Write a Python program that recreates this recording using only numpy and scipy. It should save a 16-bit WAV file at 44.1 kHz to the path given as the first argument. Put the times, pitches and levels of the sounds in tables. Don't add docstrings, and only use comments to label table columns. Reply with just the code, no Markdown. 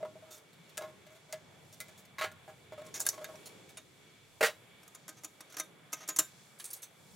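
import sys
import numpy as np
from scipy import signal
from scipy.fft import rfft, irfft
from scipy.io import wavfile
from scipy.ndimage import uniform_filter1d

SR = 44100
rng = np.random.default_rng(int(sys.argv[2]) if len(sys.argv) > 2 else 0)


def gain_from_db(level_db):
    decades = np.asarray(level_db, float) / 20
    return 10 ** decades


def log_audio(samples):
    frames = np.atleast_2d(samples).T
    limited = np.clip(frames, -1, 1)
    pcm = np.round(limited * 32767).astype(np.int16)
    wavfile.write(sys.argv[1], SR, pcm)


N = 315315
BASS_HZ, TREBLE_HZ = 1200, 4000
SPAN = 12288
T = np.arange(SPAN) / SR


def shape(hz, points):
    f, db = np.transpose(points)
    return gain_from_db(np.interp(np.log(hz + 1), np.log(f), db))


def walk(rate):
    k = int(SR / rate)
    held = np.repeat(rng.standard_normal(N // k + 1), k)
    return 1.6 * uniform_filter1d(uniform_filter1d(held, k), k)[:N]


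def thirds(hz):
    above_treble, above_bass = [1 / (1 + (edge / (hz + 1)) ** 6) for edge in (TREBLE_HZ, BASS_HZ)]
    return above_treble, above_bass - above_treble, 1 - above_bass


def pan(x, left_over_right_db):
    return x * gain_from_db(np.array([[left_over_right_db], [-left_over_right_db]]) / 2)


# (frequency [Hz], relative level [dB])
GARDEN_SPECTRUM = [(18, -26), (38, -15), (58, -40), (76, -10), (105, -1.5), (157, 2.5), (200, -2.5),
                   (240, -8), (437, -8), (499, -10.5), (801, -14.5), (1130, -18.5), (3400, -24.5),
                   (16000, -38)]
# (frequency [Hz], width [Hz], gain at the centre [dB])
HISS_BANDS = [(2267, 110, 10), (3425, 200, 8.5), (7440, 560, 5), (9770, 930, 2.5)]
# (time [s], rumble [dB], low middle [dB], middle [dB], treble [dB])
BACKGROUND_LEVELS = [(0.0, -65, -64, -66, -70), (0.44, -67, -65.5, -65.5, -69),
                     (2.69, -64, -66, -66.5, -69.5), (2.9, -65, -61.5, -63.5, -65.5),
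                     (3.5, -64, -61, -62, -63.5), (3.842, -65.5, -69, -67, -68.5),
                     (6.0, -69.5, -65.5, -66, -68.5), (6.4, -67, -66, -66, -63.5),
                     (6.8, -73, -70.5, -64.5, -70), (7.15, -63, -65.5, -67, -65)]


def garden():
    hz, t = np.fft.rfftfreq(N, 1 / SR), np.arange(N) / SR
    unlike = shape(hz, [(60, -13.0), (300, -5.0), (1000, -4.5), (4000, -4.5), (14000, -1.5)])
    hiss_db = sum(db / (1 + (2 * (hz - f) / width) ** 2) for f, width, db in HISS_BANDS)
    mid, side = rfft(rng.standard_normal((2, N))) * shape(hz, GARDEN_SPECTRUM) * gain_from_db(hiss_db)
    pair = np.array([mid + unlike * side, mid - unlike * side])
    noise = 0
    for centre in 45 * 2. ** np.arange(9):
        octave = np.cos(np.pi / 2 * np.clip(np.log2((hz + 1) / centre), -1, 1)) ** 2
        flicker_db = (2 if centre < 400 else 1.4) * walk(6)
        noise = noise + irfft(octave * pair, N) * gain_from_db(flicker_db)
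    treble, middle, bass = thirds(hz)
    rumble = 1 / (1 + (hz / 300) ** 4)
    s, *range_db = np.transpose(BACKGROUND_LEVELS)
    out = 0
    for share, db in zip((rumble, bass - rumble, middle, treble), range_db):
        part = irfft(share * rfft(noise), N)
        out = out + part / part.std() * gain_from_db(np.interp(t, s, db))
    return pan(out, -0.35)


def yard(x, t60=0.2, wet_db=-22, unlike=0.22):
    t = np.arange(int(.4 * SR)) / SR
    envelope = np.exp(-np.log(1000) * t / t60) * np.clip(t / 0.036, 0, 1) ** 2
    mid, side = rng.standard_normal((2, len(t))) * envelope
    side = unlike * np.diff(side, prepend=0)
    tail = np.array([mid + side, mid - side]) / np.sqrt(np.sum(mid ** 2))
    return gain_from_db(wet_db) * signal.fftconvolve(x.mean(0)[None], tail, axes=1)[:, :N]


def near_spot(hz, spot_hz, focus_db):
    return gain_from_db(focus_db * np.exp(-(np.log((hz + 1) / spot_hz) / 0.071) ** 2))


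def ring_modes(modes, contact, spot_hz, focus_db, scatter_db):
    f, width, db = np.transpose(modes)[:, :, None]
    strength = gain_from_db(db + scatter_db * rng.standard_normal(f.shape)) * near_spot(f, spot_hz, focus_db)
    off = np.abs(np.log(f / spot_hz))
    strayed = f * (1 + 0.005 * rng.standard_normal(f.shape))
    held = np.where((off == off.min()) & (off < .08), spot_hz, strayed)
    kicks = rng.standard_normal((len(f), SPAN // 8)).repeat(8, axis=1) * (T < contact)
    slip = np.cumsum(kicks * np.sqrt(width / SR) * f / 5130, axis=1)
    wave = np.sin(2 * np.pi * (held * T + 0.38 * rng.random(f.shape)) + slip)
    decay = np.exp(-np.pi * width * np.maximum(T - contact, 0))
    return np.sum(strength * wave * decay, axis=0)


def rough_noise(crack_db, grit):
    bites = gain_from_db(grit * uniform_filter1d(np.minimum(rng.exponential(size=SPAN), 4) ** 2, size=8))
    steps = np.repeat(rng.standard_normal(SPAN // 128), 128)
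    chatter = gain_from_db(1.5 * uniform_filter1d(steps, size=64))
    crack = 1 + gain_from_db(crack_db) * np.exp(-T / 0.00061)
    return rng.standard_normal((2, SPAN)) * bites * chatter * crack


def strike(contacts, modes, ring_db, fade_s, soft, crack_db, grit, scatter_db, focus_db,
           low_hz, dip_db, top_db, pan_db, wide_db):
    out, hz = np.zeros((2, N + SPAN)), np.fft.rfftfreq(SPAN, 1 / SR)
    slope = shape(hz, [(low_hz / 6, -70), (low_hz / 2, -24), (low_hz, 0), (2200, 0),
                       (3200, dip_db), (7000, 0), (16000, top_db)])
    radiates = shape(hz, [(60, -40), (300, 0)])
    apart = shape(hz, [(500, wide_db - 36.0), (10000, wide_db)])
    for s, *peak_db, contact, spot_hz in contacts:
        after = np.maximum(T - contact, 0)
        rise = np.sin(np.pi / 2 * np.clip(T / (soft * contact + 0.0018), 0, 1)) ** 2
        ring = rfft(rise * ring_modes(modes, contact, spot_hz, focus_db, scatter_db)) * radiates
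        noise = rough_noise(crack_db, grit) * rise
        ragged = gain_from_db(3.5 * np.interp(hz, np.linspace(0, SR / 2, num=120), rng.standard_normal(size=120)))
        colour = slope * ragged * np.sqrt(near_spot(hz, spot_hz, focus_db))
        pair, k = 0, int(s * SR)
        for share, top, sing_db, fade in zip(thirds(hz), peak_db, ring_db, fade_s):
            settle = np.exp(-np.log(1000) * after / (fade + 3 * contact))
            clatter = rfft(noise * settle) * colour * share
            tone = share * ring
            power = np.sum(np.abs(clatter[0]) ** 2) / (np.sum(np.abs(tone) ** 2) + 1e-9)
            mid = irfft(clatter[0] + gain_from_db(sing_db) * np.sqrt(power) * tone)
            side = irfft(apart * clatter[1]) * np.hypot(1, gain_from_db(sing_db))
            peak = np.sqrt(uniform_filter1d(mid ** 2, size=88).max())
            pair = pair + gain_from_db(top) / peak * np.array([mid + side, mid - side])
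        out[:, k:k + SPAN] += pair * np.clip(4 - 4 * T / T[-1], 0, 1)
    return pan(out[:, :N], pan_db)


def follow(lead_db, base_db, gain):
    return base_db + gain * (lead_db + 45)


# (time [s], treble peak [dB], contact [s], favoured frequency [Hz])
GRIP_RATTLES = [(6.586, -53, 0.036, 11000), (6.5972, -46.5, 0.0066, 4600), (6.6409, -40.5, 0.0031, 8560),
                (6.651, -41.5, 0.0068, 8500), (6.6696, -54, 0.023, 8240), (6.702, -42.5, 0.012, 9620),
                (6.7306, -37.5, 0.0051, 13000), (6.759, -51.5, 0.015, 9100), (6.819, -48.5, 0.0055, 11400),
                (6.827, -44.5, 0.0094, 6100)]
# (frequency [Hz], width [Hz], relative level [dB])
GRIP_MODES = [(3770, 40, -18), (4950, 74, -13), (5900, 47, -7), (6300, 36, -5), (7600, 34, 0),
              (7520, 40, -10), (8300, 28, -1), (8950, 53, -12), (9100, 15, -4), (9620, 120, 0),
              (10100, 51, 4), (10700, 54, 1), (13000, 79, -1)]


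def grip_rattle():
    rows = []
    for s, db, c, hz in GRIP_RATTLES:
        middle = db + 2 - 19.5 * np.log2(hz / TREBLE_HZ)
        rows.append((s, db, middle, -64.5, c, hz))
    return strike(rows, GRIP_MODES, ring_db=(-0.7, -5, -9), fade_s=(.08, .08, .08), soft=0.071, crack_db=-10,
                  grit=0.64, scatter_db=2.5, focus_db=14.0, low_hz=465, dip_db=-1, top_db=-6.5,
                  pan_db=-1.5, wide_db=-10)


# (time [s], treble peak [dB], middle over treble [dB], contact [s], favoured frequency [Hz])
HANDLE_TICKS = [(4.831, -61, -2, 0.0047, 8800), (4.878, -52, -11, 0.002, 6720),
                (4.948, -48.5, -6.5, 0.0043, 6960), (5.0796, -45, -5, 0.0023, 7360),
                (5.0881, -45.5, -3, 0.009, 11700), (5.1677, -65, 4.5, 0.024, 6100),
                (5.235, -49, -5, 0.0061, 6800), (5.245, -38.5, -9.5, 0.0049, 7000),
                (5.4052, -49, -1.5, 0.0073, 8160), (5.497, -62, 1.5, 0.014, 6100),
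                (5.541, -58, 6, 0.0076, 5900), (5.5675, -40.5, -3, 0.0049, 6170),
                (5.5815, -44, -5, 0.013, 5900), (5.597, -31.5, -7, 0.0068, 6000),
                (5.921, -51.5, -6, 0.011, 5600), (5.9281, -34, -5.5, 0.008, 6100),
                (5.968, -68, 10, 0.033, 5720), (6.004, -60, 9.5, 0.02, 6070),
                (6.0278, -63.5, 11, 0.015, 6260), (6.0762, -42.5, -14, 0.0045, 6200),
                (6.086, -32, -8.5, 0.0086, 6800), (6.097, -57.5, 12.5, 0.0082, 1040),
                (6.1613, -33, -13.5, 0.0078, 6230), (6.187, -19, -13, 0.0082, 6960)]
# (frequency [Hz], width [Hz], relative level [dB])
HANDLE_MODES = [(311, 21, -14.5), (628, 18.6, -12), (737, 14, -20), (1040, 25, -14), (1251, 18, -7),
                (1570, 10.6, -13.5), (2300, 25, -34), (2450, 31, -26), (3265, 17, -17), (3690, 15, -9.5),
                (5300, 130, -13), (5570, 72, 12.5), (6100, 30, 11.5), (6500, 37, 14), (6960, 14, 6),
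                (7070, 40, 18), (7530, 450, 1), (8260, 84, 16), (9200, 130, 8), (10280, 134, 24),
                (11680, 250, 24), (13000, 61, 16)]


def handle_ticks():
    rows = [(s, db, db + up, db + up - 4.5, c, hz) for s, db, up, c, hz in HANDLE_TICKS]
    return strike(rows, HANDLE_MODES, ring_db=(-0.5, 1.5, 6), fade_s=(.035, .06, .07), soft=0.088, crack_db=18.5,
                  grit=0.38, scatter_db=3.5, focus_db=9, low_hz=423, dip_db=-6.5, top_db=-10.5,
                  pan_db=-0.6, wide_db=-10)


# (time [s], middle peak [dB], bass over middle [dB], contact [s])
POT_LANDINGS = [(4.4074, -30.5, 6.5, 0.0091), (4.4263, -24.5, 1, 0.018), (4.4442, -28, -12, 0.018),
                (4.4644, -34.5, -0.5, 0.0083), (4.481, -48.5, 10, 0.016)]
# (frequency [Hz], width [Hz], relative level [dB])
POT_MODES = [(185, 37, -3), (458.5, 27, 2.5), (527, 54, 3.5), (624.5, 79, 2), (798, 22, -4),
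             (907, 30, -7.5), (1048, 32, -7), (1264, 18, -7), (1417, 32, 0.5), (1563, 40, 2),
             (1713, 43, -1), (1926, 57, 3), (2085, 68, -1), (2250, 25, -4), (2400, 40, -8), (2450, 30, -5),
             (2640, 42, -16), (3900, 12, -8), (4657, 52, -2)]


def pot_landing():
    rows = [(s, db - 7.5, db, db + up, c, 617) for s, db, up, c in POT_LANDINGS]
    return strike(rows, POT_MODES, ring_db=(-15, 0, 11), fade_s=(.06, .07, .05), soft=0.036, crack_db=-4,
                  grit=0.35, scatter_db=2.5, focus_db=10, low_hz=434, dip_db=-4.5, top_db=-6.5,
                  pan_db=-1.5, wide_db=-9.0)


# (time [s], treble peak [dB], middle over treble [dB], contact [s], favoured frequency [Hz])
TONG_CLINKS = [(2.863, -55.5, -3, 0.0066, 7500), (2.9394, -41, -5.5, 0.026, 6640),
               (2.962, -49, -2, 0.022, 5700), (2.996, -40.5, -15, 0.0049, 6300),
               (3.0016, -28.5, -29, 0.003, 9640), (3.009, -34, -19, 0.011, 7600),
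               (3.0643, -22.5, -14, 0.0029, 10470), (3.0876, -22.5, -22.5, 0.0034, 5800),
               (3.243, -40.5, -2.5, 0.001, 6470), (3.3549, -56.5, 0.5, 0.0025, 5420),
               (3.7705, -46.5, -2.5, 0.0096, 6520)]
# (frequency [Hz], width [Hz], relative level [dB])
TONG_MODES = [(635, 15, -19.5), (1630, 46, -12), (2420, 26, -24), (3690, 21, -10), (5200, 130, 5),
              (5800, 140, 9), (6000, 20, -3), (7000, 240, 14), (7600, 110, -19), (8600, 133, -8),
              (9380, 150, 6.5), (10630, 99, 4.5), (13200, 280, 15), (13340, 230, 5)]


def tong_clinks():
    rows = [(s, db, db + up, follow(db, -55.5, 0.54), c, hz) for s, db, up, c, hz in TONG_CLINKS]
    return strike(rows, TONG_MODES, ring_db=(-1, 0, 3), fade_s=(.045, .07, .1), soft=0.024, crack_db=5,
                  grit=0.36, scatter_db=11.0, focus_db=17.5, low_hz=450, dip_db=-7.0, top_db=-10.5,
                  pan_db=-1.0, wide_db=-9.0)


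# (frequency [Hz], width [Hz], relative level [dB])
CAN_MODES = [(352, 41, -6.5), (536, 13, -8), (625.6, 19.6, 10.5), (785, 14, -8), (950, 40, -7),
             (1098, 9, -6), (1297, 54, -2), (1420, 12, -6), (1664, 16, -9), (1715, 11, -13),
             (2045, 16, -7.5), (2560, 140, -21), (3630, 14, -29), (4270, 66, -37), (6920, 190, -25),
             (2260, 53, -10.5)]
# (time [s], treble peak [dB], contact [s], favoured frequency [Hz])
SCRAPES = [(0.304, -49.5, 0.047, 6100), (0.3748, -58, 0.0081, 4520), (0.5287, -63, 0.0062, 4350),
           (0.6915, -60.5, 0.0075, 4360), (1.724, -55, 0.016, 6500), (1.9735, -58, 0.026, 7600),
           (2.0502, -59, 0.0049, 6700), (3.051, -44, 0.0098, 7400), (3.455, -47.5, 0.02, 10200),
           (3.6884, -56, 0.014, 5570), (5.5213, -52.5, 0.01, 6050)]


def ash_scrapes():
    rows = [(s, db, follow(db, -64, 0.33), follow(db, -53.5, 1), c, hz) for s, db, c, hz in SCRAPES]
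    return strike(rows, CAN_MODES, ring_db=(-6, -4, 3), fade_s=(.04, .05, .06), soft=0.13, crack_db=-9,
                  grit=1.0, scatter_db=10.0, focus_db=8, low_hz=394, dip_db=4.0, top_db=-4.5,
                  pan_db=-1.5, wide_db=-8.5)


# (time [s], middle peak [dB], bass over middle [dB], contact [s], favoured frequency [Hz])
COAL_TUMBLES = [(2.1833, -37.5, -12, 0.015, 1098), (2.2106, -33, -5, 0.012, 1246),
                (2.222, -35, -10.5, 0.021, 655), (2.2404, -35.5, -1.5, 0.009, 1644),
                (2.478, -58.5, 12, 0.022, 785), (2.7212, -56.5, 14.5, 0.011, 623),
                (3.1783, -53.5, 8.5, 0.0046, 1010)]


def coal_tumbles():
    rows = [(s, follow(db, -54, 0.78), db, db + up, c, hz) for s, db, up, c, hz in COAL_TUMBLES]
    return strike(rows, CAN_MODES, ring_db=(-8, 0, 7), fade_s=(.06, .08, .08), soft=0.024, crack_db=12,
                  grit=0.74, scatter_db=4, focus_db=10.5, low_hz=398, dip_db=-2.5, top_db=-8.0,
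                  pan_db=-0.9, wide_db=-9.5)


# (time [s], bass peak [dB], treble over bass [dB], contact [s], favoured frequency [Hz])
CAN_KNOCKS = [(0.0034, -47, -28, 0.019, 636), (0.0278, -33, -32, 0.0077, 622),
              (0.0494, -40, -23, 0.0088, 980), (0.1534, -49.5, -57, 0.012, 635),
              (0.2224, -51, -52, 0.017, 635), (0.263, -59.5, -16, 0.034, 2260),
              (0.7714, -56, 13.5, 0.014, 1306), (0.7772, -47.5, 14, 0.0034, 960),
              (0.7874, -41.5, -34, 0.0075, 635), (0.8085, -39.5, -20, 0.0072, 1078),
              (0.8205, -42.5, -8, 0.005, 2130), (0.8344, -41.5, -20, 0.015, 1085),
              (0.8744, -52.5, -17, 0.026, 1075), (1.066, -57, -5.5, 0.0086, 615),
              (1.1009, -59.5, -8, 0.041, 630), (1.1494, -62.5, -2.5, 0.018, 656),
              (1.2897, -57, -13, 0.025, 1500), (1.3249, -60, 22.5, 0.005, 2045),
              (1.3291, -39, -15.5, 0.015, 628), (1.8023, -57, 19.5, 0.0099, 2045),
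              (1.8828, -59, 3, 0.012, 910), (2.3156, -55.5, 0, 0.007, 1420),
              (2.7764, -44, -19.5, 0.021, 600), (2.8164, -47, -14, 0.0044, 1784),
              (2.842, -55.5, -7, 0.043, 1074), (3.1294, -53, 0, 0.015, 1110),
              (3.1864, -52, -36, 0.025, 633), (3.2124, -41, -21, 0.016, 614),
              (3.2614, -53, -12, 0.0062, 1730), (3.2864, -44.5, -23, 0.016, 1100),
              (3.335, -49, -43, 0.013, 1085)]


def can_knocks():
    rows = [(s, db + up, db + 0.62 * up - 2, db, c, hz) for s, db, up, c, hz in CAN_KNOCKS]
    return strike(rows, CAN_MODES, ring_db=(-10, 2, 15), fade_s=(.04, .06, .07), soft=0.11, crack_db=30.5,
                  grit=0.73, scatter_db=3.5, focus_db=10.0, low_hz=370, dip_db=1.5, top_db=-7.5,
                  pan_db=0.2, wide_db=-9.5)


def scene():
    background = garden()
    hits = (grip_rattle() + handle_ticks() + pot_landing() + tong_clinks()
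            + ash_scrapes() + coal_tumbles() + can_knocks())
    return background + hits + yard(hits)


def top_cut(x):
    return signal.sosfilt(signal.butter(12, 16670, fs=SR, output="sos"), x)


def record(dry):
    hz = np.fft.rfftfreq(N, 1 / SR)
    notch_db = -9 / (1 + ((hz - 5050) / 60) ** 2)
    top = shape(hz, [(15900, 0), (16150, -16), (16650, -18), (16800, -70)])
    mix = irfft(rfft(dry) * gain_from_db(notch_db) * top, N)
    return top_cut(mix)


dry = scene()
out = record(dry)
log_audio(out)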